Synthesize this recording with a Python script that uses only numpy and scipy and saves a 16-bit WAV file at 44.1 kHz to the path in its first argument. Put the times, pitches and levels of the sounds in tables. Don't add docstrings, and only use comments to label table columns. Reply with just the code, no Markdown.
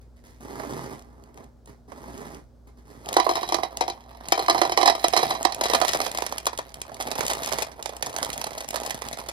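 import sys
import numpy as np
from scipy import signal
from scipy.fft import rfft, irfft, next_fast_len
from scipy.io import wavfile
from scipy.ndimage import uniform_filter1d

SR = 44100
rng = np.random.default_rng(int(sys.argv[2]) if len(sys.argv) > 2 else 0)


def digitize_waveform(pressure):
    field = np.atleast_2d(pressure).T
    bounded = np.clip(field, -1, 1)
    quanta = np.round(bounded * 32767).astype(np.int16)
    wavfile.write(sys.argv[1], SR, quanta)


N = 411012
TIME = np.arange(N) / SR

# t/s, rumble level/dB, crinkle level/dB
FLOW = [(3.03, -45, -54), (3.14, -40, -61), (3.27, -44, -40), (3.48, -39, -44.5), (3.69, -42.5, -55.5),
        (4.1, -51.5, -62.5), (4.28, -41, -49.5), (4.4, -41, -43.5), (4.9, -38.5, -45), (5.02, -41.5, -44),
        (5.25, -34, -36), (5.56, -40, -57), (5.66, -32.5, -37.5), (6.05, -37.5, -39.5), (6.32, -43.5, -51),
        (6.7, -51, -59), (6.92, -44.5, -56.5), (7.2, -32.5, -37.5), (7.38, -38.5, -44),
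        (7.52, -32.5, -35.5), (7.72, -47, -58), (7.98, -42, -52), (8.24, -35.5, -43), (8.54, -42, -50),
        (8.8, -37, -44), (9.32, -46, -51)]
POUR_START_S = FLOW[0][0]


def amp(db):
    return 10 ** (np.asarray(db) / 20)


def unit(x):
    return x / np.sqrt(np.mean(x ** 2) + 1e-20)


def peak(x, size=132):
    power = uniform_filter1d(x ** 2, size, axis=1, mode="constant")
    return np.sqrt(power.max(1, keepdims=True) + 1e-20)


def read(points, hz):
    f, value = np.transpose(points)
    return np.interp(np.log(hz + 1), np.log(f + 1), value)


def add(mix, s, sound):
    part = mix[:, max(round(s * SR), 0):][:, :sound.shape[1]]
    part += sound[:, :part.shape[1]]


def colour(x, points, size=2048):
    hz = abs(np.fft.fftfreq(size, 1 / SR))
    log_gain = np.log(amp(read(points, hz)))
    response = np.exp(np.conj(signal.hilbert(log_gain)))
    taps = np.fft.ifft(response).real[:size // 2]
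    return signal.oaconvolve(x, taps[None], axes=1)[:, :x.shape[1]]


def band(x, edges, kind="band", order=4):
    return signal.sosfilt(signal.butter(order, edges, kind, fs=SR, output="sos"), x)


def background(air_db=-56, waver=0.33, apart=0.97):
    # f/Hz, level/dB
    air_colour = [(26, -51), (45, -3), (58, -5), (80, -4.5), (120, -11), (250, -16.5), (500, -18),
                  (1000, -29), (1500, -35), (2000, -43), (2600, -47), (5000, -42), (10000, -51),
                  (16000, -53)]
    # f/Hz, level/dB
    hum_tones = [(59.3, -53.5), (120, -65.5), (240.5, -63)]
    noise = rng.standard_normal((3, N))
    shared_and_separate = noise[0] + apart * noise[1:]
    out = amp(air_db) * unit(colour(shared_and_separate, air_colour, size=16384))
    knots = np.arange(0, TIME[-1] + 1, .1)
    for hz, db in hum_tones:
        targets = rng.standard_normal(len(knots)) + 1j * rng.standard_normal(len(knots))
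        drift = np.interp(TIME, knots, targets)
        tone = ((1 + waver * drift) * np.exp(2j * np.pi * hz * TIME)).real
        out = out + amp(db) * unit(tone)
    return out


def kitchen(pair, room_db, first_s=0.0053, absorb_hz=8000, size=20000):
    # f/Hz, t60/s
    decay_times = [(200, 0.067), (800, 0.12), (4000, 0.15), (12000, 0.085)]
    echo_here = rng.standard_normal((2, size))
    taps = echo_here * (rng.random((2, size)) < 3000 / SR) * (np.arange(size) > first_s * SR)
    hz, t, z = signal.stft(taps, SR, nperseg=128)
    fade = amp(-60 * t / read(decay_times, hz)[:, None])
    tail = signal.istft(z * fade, SR, nperseg=128)[1]
    tail = band(tail / np.linalg.norm(tail, axis=1, keepdims=True), absorb_hz, "low", order=1)
    return pair + amp(room_db) * signal.oaconvolve(pair, tail, axes=1)[:, :N]


def ports(pair, shade=1):
    # f/Hz, phase/rad
    port_phase = [(20, 0), (600, -.7), (950, -1.65), (2070, -2.8), (3400, -5.3), (4650, -5.9), (5500, -8.6),
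                  (7500, -9.1), (11300, -6.5), (13700, -6.1), (16400, -3.6)]
    # f/Hz, level/dB
    port_balance = [(60, 0), (200, -5), (380, -7.5), (700, -6), (1290, -6.2), (2380, -2), (4400, -4),
                    (8100, -1), (15000, 0)]
    hz = np.fft.rfftfreq(next_fast_len(N + 4096), 1 / SR)
    size = 2 * (len(hz) - 1)
    ratio = amp(shade * read(port_balance, hz))
    left = ratio * np.exp(1j * read(port_phase, hz))
    right = np.ones(len(hz))
    gains = np.array([left, right]) * np.sqrt(2 / (1 + ratio ** 2))
    return irfft(rfft(pair, size) * gains, size)[:, :N]


def grains(per_s, spread_db, hiss, grain_s, size=600):
    starts = rng.random(N) < per_s / SR
    sizes = amp(spread_db * np.minimum(rng.exponential(1, N), 3.5)) * starts
    age = np.arange(size) / SR / grain_s
    power = signal.oaconvolve(sizes ** 2, (age * np.exp(-age)) ** 2)[:N]
    return np.sqrt(abs(power) / power.mean() + hiss ** 2) * rng.standard_normal((1, N))


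def sliding(levels, drive, rumble_db, crinkle_db, shape, lowest_hz=90, split_hz=1500):
    rumble, crinkle = levels
    rustle = colour(drive, shape)
    low = unit(band(rustle, (lowest_hz, split_hz), order=3)) * amp(rumble_db) * rumble
    high = unit(band(rustle, split_hz, "high", order=3)) * amp(crinkle_db) * crinkle
    return low + high


def tipping_levels(attack_s=0.0043, release_s=0.041, arch_db=4):
    # start t/s, length/s, rumble level/dB, crinkle level/dB, swell from start to end/dB
    box_slides = [(0.01, 0.012, -69, -67, -12), (0.16, 0.037, -80, -70.5, -4),
                  (0.235, 0.17, -60, -67.5, -12), (0.402, 0.53, -38, -54, 5), (1.0, 0.29, -54.5, -76, 7.5),
                  (1.338, 0.11, -50, -71, 6), (1.668, 0.052, -47, -63, -4), (1.877, 0.47, -42.5, -59, 8.5),
                  (2.668, 0.024, -54, -68.5, -6), (2.768, 0.034, -55, -68.5, 0), (2.852, 0.35, -50, -64, 3)]
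    out = np.zeros((2, N))
    for start, length, rumble_db, crinkle_db, swell_db in box_slides:
        t = np.arange(0, length + 10 * release_s, 1 / SR)
        along = np.minimum(t / length, 1)
        hold = amp(swell_db * (along - .5) + arch_db * (np.sin(np.pi * along) - 1.0))
        edges = np.minimum(t / attack_s, 1) * np.exp(-np.maximum(t - length, 0) / release_s)
        add(out, start, amp([[rumble_db], [crinkle_db]]) * hold * edges)
    return out


def flow(s):
    at, rumble_db, crinkle_db = np.transpose(FLOW)
    return np.interp(s, at, rumble_db), np.interp(s, at, crinkle_db)


def pouring_levels(start_s=0.041):
    return amp(flow(TIME)) * np.clip((TIME - POUR_START_S) / start_s, 0, 1)


def snaps(buckle_s=.001, size=1200):
    # t/s, level/dB
    snap_times = [(0.993, -45.5), (1.022, -51), (1.238, -51), (1.343, -53), (1.441, -52), (1.658, -48),
                  (2.177, -42), (2.346, -43), (3.059, -37), (3.128, -24), (3.489, -28), (3.771, -24.5),
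                  (4.285, -25.5), (5.083, -18.5), (5.429, -23.5), (5.546, -25.5), (5.801, -31),
                  (5.971, -27), (6.115, -27.5), (6.174, -22.5), (6.264, -26), (6.381, -23), (6.456, -25.5),
                  (6.576, -28), (6.742, -32), (6.816, -25), (6.943, -35.5), (7.024, -27.5), (7.265, -22),
                  (7.28, -21.5), (7.334, -23.5), (7.46, -25), (7.826, -28), (7.966, -32), (8.061, -27.5),
                  (8.184, -27.5), (8.247, -24.5), (8.33, -26.5), (8.378, -26.5), (8.687, -26),
                  (8.706, -26.5), (8.801, -32), (8.897, -30), (8.944, -32), (9.086, -28)]
    # f/Hz, level/dB
    snap_colour = [(150, -6), (700, 1), (1400, -10), (2100, 1.5), (4200, -2), (7500, 3), (10600, -5.5),
                   (14000, -15.5), (16000, -14)]
    s, level_db = np.transpose(snap_times)
    age = np.arange(size) / SR / (buckle_s * 2 ** (rng.random((len(s), 1)) - .5))
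    cracks = colour(rng.laplace(size=(len(s), size)) * age * np.exp(-age), snap_colour)
    out = np.zeros((2, N))
    for start, crack in zip(s, amp(level_db)[:, None] * cracks / peak(cracks)):
        add(out, start, crack[None])
    return out


def patter(count=260, knock_trim_db=0, clack_trim_db=3, spread_db=4.5):
    turn = (np.arange(count) + rng.random(count)) / count
    s = POUR_START_S + turn * (TIME[-1] - POUR_START_S)
    weight, hardness = spread_db * (2 * rng.random((count, 2)).T - 1)
    rumble_db, crinkle_db = flow(s)
    knock_db = rumble_db + knock_trim_db + weight - hardness
    clack_db = crinkle_db + clack_trim_db + weight + hardness
    return np.transpose([s, knock_db, clack_db])


def cup_ring(t, count, flex=0.0096, flex_hz=1500):
    # f/Hz, level/dB, t60/s
    cup_modes = [(355, 0.5, 0.042), (460, -0.5, 0.026), (537, -37, 0.034), (673, -7.5, 0.26),
                 (736, 8, 0.037), (788, -6, 0.14), (941.4, 1, 0.048), (1010, 8, 0.023), (1164, 1, 0.034),
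                 (2013, 16, 0.0066), (2380, -7, 0.042), (3068, -9.5, 0.061), (3217, -3.5, 0.031),
                 (3995, 5, 0.039), (4130, -38, 0.022), (4520, -5, 0.048), (5090, 4.5, 0.028),
                 (5700, -6, 0.054)]
    draws = rng.uniform(-0.724, 1, (count, len(cup_modes), 2))
    ring = 0
    for k, (hz, db, t60) in enumerate(cup_modes):
        spot = draws[:, k, :1]
        detune = draws[:, k, 1:] * flex * (1 + hz / flex_hz)
        wave = np.sin(np.float32(2 * np.pi * hz * (1 + detune) * t))
        ring = ring + np.cbrt(spot) * amp(db - 60 * t / t60) * wave
    return ring


def settling(blows, t, per_s=300, settle_s=0.018, dull_hz=7000):
    hits = rng.random(blows.shape) < per_s / SR
    knocks = rng.standard_normal(blows.shape) * hits * np.exp(-t / settle_s)
    neighbours = np.roll(blows, 1, axis=0)
    rattle = signal.fftconvolve(neighbours, knocks, axes=1)[:, :len(t)]
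    return band(rattle, dull_hz, "low", order=1)


def pieces(rows, contact_s=0.0015, rebound=0.52, rebound_s=0.00676, heap_bounce=0.16, cup_bounce=0.38,
           spread_db=5.0, size=3400):
    # low edge f/Hz, high edge f/Hz
    band_edges = [(270, 1500), (1500, 6500), (6500, 16000)]
    # t/s, level/dB
    ring_freedom = [(2.0, -17), (3.1, -19), (3.17, 2.5), (4.4, 1), (5.2, 3), (5.8, -6.5), (6.5, -16.5),
                    (7.2, -18), (9.3, -39)]
    # f/Hz, level/dB
    heap_colour = [(100, -7), (300, -12.5), (500, -2.5), (690, -1), (950, -2), (1500, -14), (2050, -6),
                   (2800, -11), (4200, -9), (7000, -10), (10500, -8), (13000, -17), (16000, -22)]
    knock_trim_db, clack_trim_db = -1.86, -0.1
    tick_trim_db, cushion_db = -4.5, -13.5

    s, knock_db, clack_db = np.transpose(rows)
    t = np.arange(size) / SR
    softness, wait, bounce, side = rng.random((len(s), 4)).T[:, :, None]
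    contact = contact_s * 2 ** (softness - .5)
    first = t / contact
    second = np.maximum(t - rebound_s * (wait + 0.31), 0) / contact
    force = first * np.exp(1 - first) + rebound * bounce * second * np.exp(1 - second)
    grit = rng.laplace(size=(len(s), size))
    crunch = colour(grit * force, heap_colour)
    ring = cup_ring(t, count=len(s)) * (1 - np.exp(-first))

    freedom = amp(np.interp(s, *np.transpose(ring_freedom)))[:, None]
    blows = crunch / peak(crunch) + freedom * ring / peak(ring)
    blows /= peak(blows)
    bare = freedom / (1 + freedom)
    blows = blows + (heap_bounce + cup_bounce * bare) * settling(blows, t)

    tick_db = clack_db + tick_trim_db + cushion_db * bare[:, 0]
    band_levels = (knock_db + knock_trim_db, clack_db + clack_trim_db, tick_db)
    sounds = 0
    for edges, level_db in zip(band_edges, band_levels):
        part = band(blows, edges)
        sounds = sounds + amp(level_db)[:, None] * part / peak(part)
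    out = np.zeros((2, N))
    for start, sound, pan in zip(s, sounds, 2 * side - 1):
        stereo_gain = amp(spread_db * pan * np.array([[1], [-1]]))
        add(out, start, stereo_gain * sound)
    return out


def scene():
    # t/s, knock level/dB, clack level/dB
    loud_pieces = [(0.597, -31, -43.5), (0.635, -37, -54), (0.734, -32, -43), (0.916, -41, -55),
                   (1.374, -38.5, -50.5), (1.919, -34.5, -52), (2.039, -37, -56), (3.087, -26, -29.5),
                   (3.139, -30, -27.5), (3.166, -6, -18.5), (3.185, -14.5, -47), (3.199, -16, -22.5),
                   (3.265, -11.5, -44), (3.291, -13, -25.5), (3.311, -16.5, -29), (3.354, -20, -24.5),
                   (3.368, -23.5, -30), (3.43, -20.5, -30), (3.489, -25, -29), (3.522, -14, -24),
                   (3.543, -20, -22), (3.584, -22, -42), (3.632, -18.5, -27), (3.808, -12, -23.5),
                   (3.879, -19.5, -29.5), (3.899, -28, -28), (4.321, -8.5, -14.5), (4.376, -14.5, -31),
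                   (4.392, -19, -25), (4.424, -26, -34), (4.482, -9, -22.5), (4.497, -12, -15),
                   (4.546, -14, -27), (4.579, -24, -26), (4.615, -10, -18.5), (4.65, -16, -27),
                   (4.695, -18, -29), (4.719, -17, -24.5), (4.774, -13, -16), (4.812, -18, -24),
                   (4.829, -14.5, -23.5), (4.857, -10.5, -15), (4.876, -10, -16), (4.898, -12.5, -19.5),
                   (4.95, -20.5, -28.5), (5.041, -8, -17.5), (5.134, -15.5, -24.5), (5.164, -13.5, -19),
                   (5.173, -17, -16.5), (5.189, -21, -30), (5.229, -13, -22), (5.306, -15, -23),
                   (5.349, -26.5, -33), (5.45, -12.5, -18), (5.522, -29, -27), (5.61, -16, -21.5),
                   (5.636, -26, -24.5), (5.655, -16.5, -26), (5.698, -20.5, -24.5), (5.734, -12, -19),
                   (5.747, -15, -19), (5.814, -16.5, -23), (5.848, -18, -25), (5.879, -25, -22),
                   (5.889, -23, -20.5), (5.933, -26, -22), (5.946, -15, -27), (6.002, -18.5, -24.5),
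                   (6.015, -25, -24), (6.064, -25, -29.5), (6.147, -25, -31.5), (6.184, -18.5, -28),
                   (6.221, -21.5, -28.5), (6.264, -29, -29), (6.323, -22.5, -30.5), (6.466, -13.5, -20),
                   (6.529, -27.5, -41), (6.587, -21, -29.5), (7.0, -25.5, -34.5), (7.009, -26, -28),
                   (7.072, -26.5, -33.5), (7.114, -27, -28.5), (7.157, -30.5, -43), (7.184, -20, -34),
                   (7.207, -23, -27), (7.251, -27, -34), (7.299, -25, -26), (7.311, -19.5, -26.5),
                   (7.35, -26, -35), (7.421, -28, -42), (7.445, -29, -30.5), (7.487, -31, -33),
                   (7.516, -24.5, -36), (7.585, -22.5, -26), (7.621, -23.5, -24.5), (7.858, -26, -30),
                   (7.892, -27, -36.5), (8.024, -29, -23), (8.065, -27, -32), (8.139, -29.5, -43.5),
                   (8.163, -28.5, -28), (8.228, -25, -23), (8.301, -41, -30.5), (8.414, -29, -28.5),
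                   (8.441, -25.5, -26.5), (8.467, -27.5, -34), (8.579, -30.5, -32), (8.605, -31, -32),
                   (8.741, -22, -33.5), (8.758, -26.5, -27), (8.862, -29, -29.5), (8.906, -28, -26.5),
                   (9.019, -28.5, -33.5), (9.128, -32, -32.5), (9.186, -32, -35.5), (9.286, -28.5, -30)]
    # f/Hz, level/dB
    slide_colour = [(70, -14), (130, -1), (250, 0), (380, 1), (520, -5), (1050, -6), (1500, -15),
                    (2000, -12), (2800, -23), (5000, -20.5), (7500, -21.5), (10800, -24.5), (13000, -30.5),
                    (16000, -34)]
    # f/Hz, level/dB
    stream_colour = [(90, -6), (150, -2.5), (280, -2), (520, -0.5), (690, 6.5), (900, 1.5), (1450, -9),
                     (2050, -5.5), (2800, -13.5), (4200, -11.5), (7000, -19.5), (10500, -15),
                     (13000, -20.5), (16000, -26)]
    shuffle = grains(per_s=900, spread_db=3.8, hiss=.35, grain_s=.0004)
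    trickle = grains(per_s=260, spread_db=4.5, hiss=.2, grain_s=.0007)
    tipping = sliding(tipping_levels(), shuffle, rumble_db=0.5, crinkle_db=6.0, shape=slide_colour)
    pouring = sliding(pouring_levels(), trickle, rumble_db=-1.5, crinkle_db=-2.0, shape=stream_colour)
    landings = pieces(np.vstack([loud_pieces, patter()]))
    cup = kitchen(ports(landings + snaps()), room_db=-12)
    box = kitchen(ports(tipping + pouring, shade=0.62), room_db=-4.5)
    return cup + box + background()


def record(dry, edge_hz=16100):
    taps = signal.firwin(401, edge_hz, window=("kaiser", 8), fs=SR)
    return signal.oaconvolve(np.clip(dry, -1, 1), taps[None], "same")


dry = scene()
out = record(dry)
digitize_waveform(out)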